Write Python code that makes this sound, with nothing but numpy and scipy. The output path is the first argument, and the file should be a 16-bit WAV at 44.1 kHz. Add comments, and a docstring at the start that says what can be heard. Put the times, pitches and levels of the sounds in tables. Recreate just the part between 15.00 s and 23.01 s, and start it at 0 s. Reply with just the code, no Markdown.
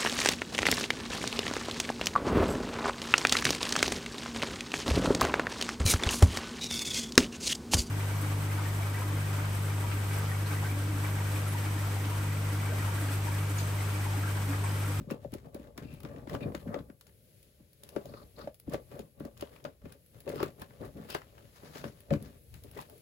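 """A steak knife saws through a baked pizza on a plastic plate, close to a phone's two microphone ports.
At each stroke the teeth slip and catch: the crust crumbles and snaps, the base tears, sauce and crumbs
tick, and the plate drones and knocks on the counter. Where the edge drags on the plate, the blade sings.
Near the end the plate is turned, scuffing, and set down. Farther off, a quiet kitchen hums and hisses."""
import sys
import numpy as np
from scipy import signal
from scipy.fft import rfft, irfft, next_fast_len
from scipy.io import wavfile
from scipy.ndimage import map_coordinates

SR = 44100
rng = np.random.default_rng(int(sys.argv[2]) if len(sys.argv) > 2 else 0)


def waveform_to_disk(signal):
    """Save audio, clipped to [-1, 1], as 16-bit WAV at the path in sys.argv[1]."""
    frames = np.transpose(np.atleast_2d(signal))
    scaled = np.clip(frames, -1, 1) * 32767
    samples = np.round(scaled).astype(np.int16)
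    wavfile.write(sys.argv[1], SR, samples)


N = 353241

# Room tone, far from the microphones: f/Hz, density/dB
KITCHEN_SPECTRUM = [(25, -10), (55, 2.5), (130, 2.5), (280, -11), (560, -7.5), (720, -21.5), (1000, -28.5),
                    (1450, -26), (2500, -25), (5000, -27.5), (7500, -28.5), (10500, -17.5), (15800, -23.5)]
# Slow course of the room tone: t/s, level/dB
KITCHEN_LEVEL = [(0, -70), (1.8, -65.5), (1.96, -68.5), (2.1, -65), (4.1, -63.5), (5.05, -64.5), (6.0, -64),
                 (7.45, -62), (8, -61)]
# Rise and dip of the room tone's hiss: t/s, gain/dB
KITCHEN_HISS_GAIN = [(0, -1), (1.95, -1.5), (2.5, 3.5), (4.12, 0), (4.75, 2.5), (5.05, 0.5), (6.9, 5),
                     (7.45, -1.5), (7.7, 2.5)]
# Decay of the room: f/Hz, t60/s
ROOM_DECAY = [(200, 0.14), (2000, 0.13), (10000, 0.083)]
# The plate slid round on the counter: start/s, fastest/s, stop/s, level/dB
PLATE_TURNS = [(6.431, 6.789, 6.93, -55), (6.824, 6.847, 7, -56.5), (7.197, 7.24, 7.38, -64.5),
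               (7.736, 7.808, 7.6, -58.5)]
# Its foot rubbing: f/Hz, density/dB
FOOT_SPECTRUM = [(500, -4.5), (900, 2), (1800, -1.5), (3000, -9), (4500, -7.5), (6000, -9.5), (8000, -14),
                 (9500, -37.5)]
# Fine hiss of rubbing and of tiny breaks: f/Hz, density/dB
FINE_SPECTRUM = [(5500, 13.5), (7200, 0), (9500, 26.5), (12500, 20.5), (14000, 20), (15800, 22.5)]
# Sticky ticks of sauce and crumbs: t/s, level/dB, lower band over that level/dB
STICKY_TICKS = [(0.109, -39, 0.5), (0.32, -47.5, -10), (0.3377, -37, -2), (0.545, -41.5, -3.5),
                (0.7769, -40.5, 2.5), (0.9385, -46.5, -21), (1.003, -46.5, -3), (1.0322, -45.5, -3),
                (1.295, -48, 3), (1.344, -45, -9), (1.5492, -43, 3), (2.0102, -47, 1), (2.0686, -52, 5),
                (2.4288, -50.5, -3), (2.7315, -48.5, -12.5), (2.835, -39.5, -3), (2.89, -40.5, -3),
                (2.9607, -46.5, -11), (3.056, -47.5, 2.5), (3.544, -45, -9), (3.5988, -42.5, -12),
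                (3.6964, -49, 3), (3.7367, -38, 1), (3.9922, -44.5, 3), (4.199, -47.5, -9), (4.251, -47, 1),
                (4.375, -46, -0.5), (4.4098, -38, -1.5), (4.641, -46, 3), (4.9226, -43.5, -2),
                (5.0619, -52, -20), (5.2037, -42.5, -7), (5.292, -39, 0), (5.358, -43.5, -3),
                (5.4288, -32, -15), (5.597, -46, -5), (5.617, -39.5, -4), (5.8531, -46.5, -14),
                (6.1022, -33, -3), (6.1447, -37, -17), (7.005, -44, -22), (7.2253, -41, -10),
                (7.541, -43.5, -2.5), (7.637, -41.5, -9), (7.713, -45, -23), (7.813, -41.5, -3.5),
                (7.898, -44, -11), (7.979, -49.5, -21)]
# Lower band of a tick: f/Hz, density/dB
TICK_LOW_SPECTRUM = [(1200, -29), (2500, 2), (4500, 1.5), (8000, 0)]
# Drags of the edge on the plate: t/s, length/s, level/dB, favoured f/Hz
EDGE_DRAGS = [(.099, 0.027, -57.5, 2560), (0.803, 0.24, -71, 2540), (0.79, 0.2, -77, 3992),
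              (1.036, 0.17, -77, 2410), (1.402, 0.054, -56.5, 2310), (1.405, 0.054, -61, 3660),
              (1.716, 0.087, -56, 1200), (3.058, 0.2, -71, 4370), (3.108, 0.13, -62, 1245),
              (3.357, 0.1, -65.5, 4300), (3.371, 0.068, -57, 1240), (5.359, 0.12, -51, 1220),
              (5.355, 0.084, -64, 3020), (5.36, 0.077, -64, 5023), (5.808, 0.08, -55, 1414),
              (6.092, 0.072, -55, 4980), (6.103, 0.06, -52, 3040), (7.756, 0.067, -55, 920),
              (7.758, 0.04, -58, 1820)]
# Bending modes of the blade: f/Hz, width/Hz, level/dB
BLADE_MODES = [(950, 250, 2), (1200, 300, 3.5), (1930, 300, 2), (2410, 100, 2), (2660, 120, 1),
               (3020, 600, -2), (3660, 300, -3), (4400, 1100, 1), (5000, 900, -2)]
# Pieces of crust breaking: t/s, level/dB, shard f/Hz
CRUST_SNAPS = [(0.1024, -35, 1410), (0.339, -41, 2047), (0.5473, -47, 2070), (0.778, -34.5, 1880),
               (1.004, -48.5, 2440), (1.0342, -45, 1255), (1.0492, -36.5, 1280), (1.1612, -46, 2400),
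               (1.273, -40, 1830), (1.296, -35.5, 1890), (1.349, -30.5, 1270), (1.4065, -47, 1900),
               (1.5208, -47, 1310), (1.5486, -29.5, 1780), (1.678, -46, 1500), (1.7423, -31, 2020),
               (1.789, -43.5, 3500), (1.8997, -48, 1570), (2.0111, -52.5, 1792), (2.0665, -57, 1480),
               (2.8332, -51.5, 3980), (2.889, -50.5, 4930), (2.9631, -32.5, 1615), (3.0552, -54, 4100),
               (3.1377, -42.5, 1340), (3.3835, -47, 1337), (3.474, -41.5, 1080), (3.7323, -36, 1450),
               (3.7432, -30, 1930), (3.992, -45, 2970), (4.204, -46, 1300), (4.2497, -46, 1830),
               (4.369, -49.5, 3060), (4.408, -40.5, 3070), (4.423, -37, 2970), (4.445, -49, 3000),
               (4.4716, -51.5, 3060), (4.529, -56, 1770), (4.562, -46.5, 2420), (4.601, -55, 1800),
               (4.6512, -31, 1224), (4.817, -55, 1300), (4.856, -47, 2460), (4.924, -51, 1500),
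               (5.2766, -36.5, 2290), (5.3, -38.5, 1980), (5.323, -54, 1680), (5.356, -41.5, 1400),
               (5.378, -48, 1800), (5.4026, -29.5, 1360), (5.4286, -24, 1253), (5.6189, -33.5, 1480),
               (5.7076, -53, 1740), (6.099, -38, 1540), (6.148, -21, 1460), (6.2175, -42.5, 1870),
               (6.38, -46, 1880), (6.6339, -51, 1740), (6.756, -38, 1390), (6.8409, -31.5, 1410),
               (7.1056, -31, 2280), (7.1365, -30, 2200), (7.547, -54, 2970), (7.7654, -49, 1980),
               (7.898, -54.5, 2055)]
# Crack of such a break: f/Hz, density/dB
CRACK_SPECTRUM = [(500, -6), (900, 11), (1500, 4.5), (2500, -1.5), (4000, -10), (5500, -11.5), (7000, -15),
                  (9000, -22.5)]
# Knocks of the plate: t/s, peak/dB, favoured f/Hz
PLATE_KNOCKS = [(0.002, -34.5, 165), (0.066, -36, 162), (0.11, -23.5, 310), (0.248, -31, 587),
                (0.249, -40.5, 162), (0.324, -31, 254), (0.347, -33, 400), (0.544, -31.5, 330),
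                (0.562, -38, 586), (0.592, -38.5, 277), (0.777, -36, 285), (0.848, -38, 235),
                (0.925, -41, 132), (1.047, -33.5, 282), (1.27, -36.5, 327), (1.351, -31, 280),
                (1.406, -36.5, 510), (1.454, -36, 197), (1.546, -27.5, 387), (1.564, -41, 131),
                (1.663, -32.5, 220), (1.681, -30, 160), (1.742, -29, 473), (1.762, -29.5, 476),
                (1.795, -40, 110), (1.894, -40, 256), (2.599, -49, 228), (2.833, -50.5, 447),
                (2.964, -23.5, 423), (2.982, -35.5, 390), (3.056, -38.5, 477), (3.138, -37.5, 440),
                (3.395, -39.5, 580), (3.474, -27, 594), (3.677, -29.5, 228), (3.735, -26, 540),
                (3.743, -22.5, 473), (3.996, -31, 350), (4.204, -33, 274), (4.249, -35.5, 302),
                (4.425, -28.5, 530), (4.65, -29.5, 530), (4.855, -39.5, 269), (5.267, -35.5, 460),
                (5.28, -30.5, 470), (5.299, -28, 460), (5.336, -34, 440), (5.359, -30, 403),
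                (5.406, -27, 443), (5.429, -20.5, 383), (5.617, -39.5, 247), (5.81, -38, 288),
                (5.827, -37.5, 456), (5.955, -41, 215), (6.096, -42.5, 410), (6.151, -24.5, 453),
                (6.635, -38.5, 410), (6.757, -36.5, 367), (6.841, -30.5, 500), (6.853, -34, 218),
                (7.11, -21.5, 600), (7.112, -19, 178), (7.139, -26.5, 283), (7.209, -37.5, 180),
                (7.549, -49.5, 158), (7.644, -45.5, 315), (7.765, -38, 430)]
# Modes of the plate: f/Hz, level/dB, t60 as a share of the ring time
PLATE_MODES = [(64, -1.5, 0.62), (103.4, -13, 4.8), (117, -11.5, 2.1), (157.2, 3.5, 0.99), (214, 3, 1.01),
               (285, 2, 0.76), (357.3, -1.5, 0.77), (414, 0.5, 0.8), (484.6, -1.5, 0.59),
               (582.1, 0.5, 0.77), (698, -9, 0.64), (826, -11, 0.49), (1165, -15, 0.32)]
# Bending-wave delay, longest on the first cut: t/s, lag/s of a mode at half ON_TIME_HZ
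BENDING_LAG = [(0.3, 0.0045), (1.9, 0.004), (3.7, 0.002), (7.1, 0.0005)]
# Swells of scraping: saw strokes, then from about 6.4 s the plate shifted and set down:
# full pressure from t/s, hold/s, drone level/dB, crunch over drone/dB, rumble over drone/dB
SCRAPE_SWELLS = [(0, 0.017, -50.5, -14.5, 2), (0.108, 0.0097, -39, -16.5, -11.5),
                 (.23, 0.012, -53.5, -9, 2), (0.333, 0.054, -56, -5.5, 3.5),
                 (0.451, 0.0116, -48.5, -19, -7), (0.552, 0.13, -50.5, -15, -2),
                 (0.781, 0.073, -46.5, -16.5, -12), (.9, 0.073, -52, -13, 1.5),
                 (1.046, 0.2, -45.5, -19.5, -9), (1.29, 0.026, -57.5, -0.5, -10),
                 (1.333, 0.012, -37, -15.5, -24), (1.413, 0.074, -38.5, -23, -20),
                 (1.551, 0.071, -54.5, -8, 5), (1.673, 0.13, -42, -30, -6), (1.89, 0.0197, -60, -34, -20),
                 (2.069, 0.0186, -67, -4, 1.5), (2.6, 0.047, -66.5, -29, 2), (2.84, 0.16, -63, -4.5, -4),
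                 (2.96, 0.052, -50.5, -15.5, -25), (3.063, 0.17, -52.5, -18, -1),
                 (3.393, 0.055, -50.5, -7.5, -3), (3.685, 0.013, -56.5, -6.5, -12),
                 (3.726, 0.017, -40.5, -12, -8.5), (3.926, 0.081, -46.5, -13.5, -11.5),
                 (4.204, 0.065, -49, -15.5, -10), (4.405, 0.052, -53, -6.5, 0.5),
                 (4.52, 0.065, -56.5, -6, -9), (4.65, 0.035, -52, -11.5, -5.5),
                 (4.846, 0.081, -53.5, -11, -5.5), (5.156, 0.052, -61, -4, -1),
                 (5.288, 0.19, -43, -10.5, -35.5), (5.598, 0.03, -51.5, -6, -15),
                 (5.7, 0.062, -57, -6.5, -3), (5.815, 0.051, -42.5, -15.5, -11),
                 (5.973, 0.075, -47, -15.5, -16), (6.096, 0.084, -56.5, 5.5, -34.5),
                 (6.24, 0.18, -62.5, -5.5, 5.5), (6.367, 0.11, -60.5, -4.5, -6),
                 (6.627, 0.18, -52.5, -26, -19), (6.849, 0.017, -44.5, -16, -12),
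                 (6.93, 0.13, -63.5, -4, 2.5), (7.131, 0.02, -38, -15, -10), (7.22, 0.14, -56, -9, 0.5),
                 (7.54, 0.029, -65.5, 2.5, 14), (7.65, 0.1, -61.5, -6, 4.5),
                 (7.771, 0.044, -50.5, -2.5, -21), (7.9, 0.038, -59.5, -20, 1)]
# Rumble of the counter: f/Hz, density/dB
COUNTER_SPECTRUM = [(25, -21), (42, 6), (60, 17.5), (85, 9), (115, 16), (160, -31.5)]
# Crumbling crust: f/Hz, density/dB
CRUST_SPECTRUM = [(500, 2.5), (850, 1.5), (1400, -0.5), (2500, -4), (3800, -8), (5200, -13.5),
                  (7000, -14.5), (9000, -14.5)]
# Coarse tearing of the base: f/Hz, density/dB
DOUGH_SPECTRUM = [(550, -18), (750, -2), (1100, 5), (1700, 4.5), (2500, -10), (3500, -25)]
# Likeness of the two microphone ports: f/Hz, likeness from 0 to 1
PORT_LIKENESS = [(100, 0.96), (350, 0.7), (700, 0.4), (1700, 0.35), (3500, 0), (6000, 0), (7000, 0.8),
                 (8800, 0.95)]
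# Their balance: f/Hz, left over right/dB
PORT_BALANCE = [(60, 0), (110, 7), (200, 0.5), (380, 7), (700, 0.5), (1290, 3), (2380, 7), (4400, 11),
                (8120, 1), (15000, -0.5)]
# Their phase: f/Hz, lead of the left/rad
PORT_LEAD = [(0, 0), (650, .3), (900, 2.6), (1800, 5.6), (3000, 8.6), (7250, 4 * np.pi), (15450, 0),
             (16500, -1.6)]

RISE_DB_PER_S, SAG_DB_PER_S, FALL_DB_PER_S = 408, 15.5, 237  # base slopes, scaled by a layer's steepness
LOADED_RING_S, FREE_RING_S, FREE_FROM_S = 0.035, 0.11, 7.0  # once turned, the unloaded plate rings longer
ON_TIME_HZ = 600  # plate modes below this arrive late
PITCH_SCATTER = 0.03  # random share by which each mode's pitch varies from knock to knock
KNOCK_DB_PER_OCTAVE, BLADE_DB_PER_OCTAVE = 12, 35  # modes fall away from the favoured pitch
PLATE_SPLIT_HZ = 330  # the modes below and above are shaken by unrelated catches
LEAN_DB_PER_OCTAVE = 2.5  # the drone leans to the pitch that the knocks favour
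TIME = np.arange(N) / SR


def amp(db):
    """Gain of a level in dB."""
    return 10 ** (np.asarray(db) / 20)


def unit(x):
    """x at rms 1."""
    return x / np.sqrt(np.mean(x ** 2) + 1e-20)


def along(points, hz):
    """Read (f/Hz, value) points on a log frequency axis."""
    f, v = np.transpose(points)
    return np.interp(np.log(hz + 1), np.log(f + 1), v)


def wobble(rate):
    """A smooth random curve, rate knots a second."""
    return map_coordinates(rng.standard_normal(int(N * rate / SR) + 4), [TIME * rate])


def filtered(x, response):
    """x times a complex response of frequency."""
    m = next_fast_len(N + SR // 2)
    return irfft(rfft(x, m) * response(np.fft.rfftfreq(m, 1 / SR)), m)[..., :N]


def coloured(x, spectrum):
    """x shaped by a spectrum, at rms 1."""
    return unit(filtered(x, lambda hz: amp(along(spectrum, hz)) * (hz > 15)))


def recoloured(x, spectrum):
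    """x shaped by a spectrum, at its own rms."""
    return np.sqrt(np.mean(x ** 2)) * coloured(x[:, :N], spectrum)


def band_noise(pitch_hz, width_hz):
    """Two streams of noise in one resonance that follows pitch_hz, at rms 1."""
    pole = np.exp(-np.pi * width_hz / SR)
    slow = signal.lfilter([1], [1, -2 * pole, pole ** 2], rng.standard_normal((2, 2, len(pitch_hz))))
    phase = 2 * np.pi * np.cumsum(pitch_hz) / SR
    return unit(slow[0] * np.cos(phase) + slow[1] * np.sin(phase))


def grit(per_s, spread_db, life_s, smooth):
    """Two unrelated streams from the same crumbs: short noise bursts of unequal size over a steady rub."""
    sizes = (rng.random(N) < per_s / SR) * amp(spread_db * np.minimum(rng.exponential(size=N), 3))
    bursts = signal.lfilter([1], [1, -np.exp(-1 / (life_s * SR))], sizes)
    return (smooth + unit(bursts)) * rng.standard_normal((2, N))


def fracture(t, rise_s, t60, tail, tail_t60):
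    """Envelope of a break: a fast rise, a short decay and a weaker tail as crumbs settle."""
    return (1 - np.exp(-t / rise_s)) * (amp(-60 * t / t60) + tail * amp(-60 * t / tail_t60))


def kitchen():
    """Room tone: far hum and hiss that drift slowly in level."""
    level_db = np.interp(TIME, *np.transpose(KITCHEN_LEVEL))
    drift_db = 1.8 * wobble(5)
    air = coloured(rng.standard_normal((2, N)), KITCHEN_SPECTRUM)
    hiss = filtered(air, lambda hz: (hz > 900) & (hz < 7500))
    hiss_gain = amp(np.interp(TIME, *np.transpose(KITCHEN_HISS_GAIN)))
    return amp(level_db + drift_db) * (air + (hiss_gain - 1) * hiss)


def walls(x):
    """The walls answer just after the direct sound; each frequency dies at its own speed."""
    hz, t, noise = signal.stft(rng.standard_normal((2, SR // 2)), SR, nperseg=256)
    tail = signal.istft(noise * amp(-60 * t / along(ROOM_DECAY, hz)[:, None]), SR, nperseg=256)[1]
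    delayed = np.pad(x, ((0, 0), (300, 0)))
    return signal.fftconvolve(delayed, tail / np.linalg.norm(tail[0]), axes=1)[:, :N]


def plate_turns():
    """The plate's foot scuffs along the counter, louder the faster it turns."""
    gain = sum(amp(db) * np.interp(TIME, [start, fastest, stop], [0, 1, 0]) ** 1.63
               for start, fastest, stop, db in PLATE_TURNS)
    rub = coloured(grit(150, spread_db=3.5, life_s=.004, smooth=.8), FOOT_SPECTRUM)
    hiss = amp(-5) * coloured(rng.standard_normal((2, N)), FINE_SPECTRUM)
    judder = amp(3.5 * wobble(25))
    return gain * judder * (rub + hiss)


def sticky_ticks():
    """Sauce and crumbs part in tiny breaks a few milliseconds long, over the whole treble."""
    high, low = np.zeros((2, 2, N + SR))
    t = np.arange(SR // 16) / SR
    shape = fracture(t, rise_s=.0004, t60=.012, tail=.22, tail_t60=.07)
    for s, db, low_db in STICKY_TICKS:
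        at = slice(round(s * SR), round(s * SR) + len(t))
        high[:, at] += amp(db - 0.5) * shape * rng.standard_normal((2, len(t)))
        low[:, at] += amp(db + min(low_db, 3) - 2) * shape * rng.standard_normal((2, len(t)))
    lower_band = filtered(recoloured(low, TICK_LOW_SPECTRUM), lambda hz: hz < 7820)
    return recoloured(high, FINE_SPECTRUM) + lower_band


def blade_rasp():
    """Fast slips of the teeth on the plate keep the blade's bending modes going while the drag lasts."""
    song = np.zeros((2, N + SR))
    for s, length, db, favoured_hz in EDGE_DRAGS:
        progress = np.linspace(0, 1, round(length * SR))
        at = slice(round(s * SR), round(s * SR) + len(progress))
        swell = np.sin(np.pi * progress) ** 0.72
        sag = 1 - 0.216 * length * (progress - .5)  # pitch sinks as the edge runs out
        for hz, width_hz, mode_db in BLADE_MODES:
            if .6 < hz / favoured_hz < 1.7:
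                level = amp(db + mode_db - BLADE_DB_PER_OCTAVE * abs(np.log2(hz / favoured_hz)))
                song[:, at] += level * swell * band_noise(hz * sag, width_hz)
    return song[:, :N] * amp(4 * wobble(150))  # the teeth bite unevenly


def crust_snaps():
    """A piece of crust breaks: a short crack that rings at the shard's pitch, then crumbs settle."""
    crack, shard = np.zeros((2, 2, N + SR))
    t = np.arange(SR // 8) / SR
    crack_shape = fracture(t, rise_s=.0008, t60=.012, tail=.16, tail_t60=.09)
    shard_shape = fracture(t, rise_s=.0008, t60=.025, tail=.1, tail_t60=.09)
    for s, db, hz in CRUST_SNAPS:
        at = slice(round(s * SR), round(s * SR) + len(t))
        crack[:, at] += amp(db) * crack_shape * rng.standard_normal((2, len(t)))
        shard[:, at] += amp(db - 10.5) * shard_shape * band_noise(np.full(len(t), hz), width_hz=hz / 3)
    return recoloured(crack, CRACK_SPECTRUM) + shard[:, :N]


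def plate_knocks():
    """Each knock rings the plate around a favoured pitch; bending waves bring the low modes last."""
    knocks = np.zeros((2, N + SR))
    hz, mode_db, share = np.transpose(PLATE_MODES)[..., None]
    for s, db, favoured_hz in PLATE_KNOCKS:
        lag = np.interp(s, *np.transpose(BENDING_LAG)) * np.maximum(ON_TIME_HZ / hz - 1, 0)
        t = np.maximum(np.arange(SR // 5) / SR - lag, 0)
        t60 = share * (LOADED_RING_S if s < FREE_FROM_S else FREE_RING_S)
        fade = (1 - np.exp(-t * hz / 1.27)) * amp(-60 * t / t60)
        blow = 1 + amp(3 - 60 * t / .028)  # the first swing stands out over the ring
        pitch = hz * (1 + PITCH_SCATTER * rng.standard_normal((2, len(PLATE_MODES), 1)))
        favour_db = -KNOCK_DB_PER_OCTAVE * abs(np.log2(hz / favoured_hz))
        level = amp(mode_db + favour_db + 1.84 * rng.standard_normal(pitch.shape))
        phase = rng.random(pitch.shape) * [[[0]], [[1]]]  # in step in the shared stream
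        ring = (level * fade * blow * np.sin(2 * np.pi * (pitch * t + phase))).sum(axis=1)
        at = slice(round(s * SR), round(s * SR) + t.shape[1])
        knocks[:, at] += amp(db) * ring * [[1], [.6]] / np.abs(ring[0]).max()
    return knocks[:, :N]


def plate_response(hz, ring_s):
    """The plate's modes as a causal sum of resonances of alternating sign."""
    response = 0
    for k, (mode_hz, db, share) in enumerate(PLATE_MODES):
        width_hz = np.log(1000) / np.pi / (share * ring_s)
        damping = 1j * hz * width_hz
        response += (-1) ** k * amp(db) * damping / (mode_hz ** 2 - hz ** 2 + damping)
    return response


def plate_drone():
    """Slips shake the plate's modes, leaning low or high with the knocks' favoured pitch; at rms 1."""
    below, above = (amp(2 * wobble(18)) * grit(120, spread_db=2, life_s=.003, smooth=1) for _ in range(2))
    knock_s, _, favoured_hz = np.transpose(PLATE_KNOCKS)
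    lean = amp(LEAN_DB_PER_OCTAVE * np.interp(TIME, knock_s, np.log2(favoured_hz / PLATE_SPLIT_HZ)))
    highpass = lambda hz: 1 / (1 + (PLATE_SPLIT_HZ / (hz + 1)) ** 6)
    slips = below / lean + filtered(above * lean - below / lean, highpass)
    return unit(filtered(slips, lambda hz: plate_response(hz, ring_s=0.072)))


def pressure(level_db, steepness):
    """Gain of a layer: every swell rises, holds while sagging a little, and falls away."""
    power = np.zeros(N)
    for (s, hold, *_), db in zip(SCRAPE_SWELLS, level_db):
        at = slice(max(round((s - .3) * SR), 0), round((s + hold + .5) * SR))
        t = TIME[at] - s
        loss_db = (RISE_DB_PER_S * np.maximum(-t, 0) + SAG_DB_PER_S * np.clip(t, 0, hold)
                   + FALL_DB_PER_S * np.maximum(t - hold, 0))
        power[at] += amp(db - steepness * loss_db) ** 2
    return np.sqrt(power)


def scraping():
    """The serrated edge, later the shifted plate, slips and catches: rumble, drone, crunch and tearing."""
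    _, _, drone_db, crunch_db, rumble_db = np.transpose(SCRAPE_SWELLS)
    catch = wobble(22)
    shaking = amp(2.3 * wobble(6)) * coloured(rng.standard_normal((2, N)), COUNTER_SPECTRUM)
    rumble = pressure(drone_db + rumble_db, steepness=0.5) * shaking
    drone = pressure(drone_db, steepness=1) * amp(0.44 * catch) * plate_drone()
    crumbs = coloured(grit(260, spread_db=3.5, life_s=.0025, smooth=.55), CRUST_SPECTRUM)
    crunch = pressure(drone_db + crunch_db, steepness=1.21) * amp(0.65 * catch) * crumbs
    fine_rub = coloured(grit(82, spread_db=8, life_s=.00061, smooth=4.3), FINE_SPECTRUM)
    hiss = pressure(drone_db + crunch_db - 8.5, steepness=2.8) * amp(0.47 * catch) * fine_rub
    tearing = coloured(grit(110, spread_db=4, life_s=.004, smooth=.8), DOUGH_SPECTRUM)
    dough = pressure(drone_db - 17, steepness=3.2) * tearing
    return rumble + drone + crunch + hiss + dough


def scene():
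    """Knife and plate up close, kitchen behind, in two streams: what the ports share and what differs."""
    near = scraping() + plate_turns() + blade_rasp() + plate_knocks() + crust_snaps() + sticky_ticks()
    return near + amp(-11.5) * walls(near) + kitchen()


def record(dry):
    """The phone's microphone pair near the plate: likeness, balance and lead, then its band limits."""
    angle = lambda hz: np.arccos(np.clip(along(PORT_LIKENESS, hz), 0, 1)) / 2
    shared, apart = filtered(dry, lambda hz: np.array([np.cos(angle(hz)), np.sin(angle(hz))]))
    left_right = np.array([shared + apart, shared - apart])
    side = np.array([[.5], [-.5]])
    balance = lambda hz: amp(side * along(PORT_BALANCE, hz))
    lead = lambda hz: np.exp(1j * side * np.interp(hz, *np.transpose(PORT_LEAD)))
    bottom_hz, top_hz = 36, 15850
    band = lambda hz: (hz < top_hz) / (1 + (bottom_hz / (hz + 1)) ** 4)
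    return filtered(left_right, lambda hz: balance(hz) * lead(hz) * band(hz))


dry = scene()
out = record(dry)
waveform_to_disk(out)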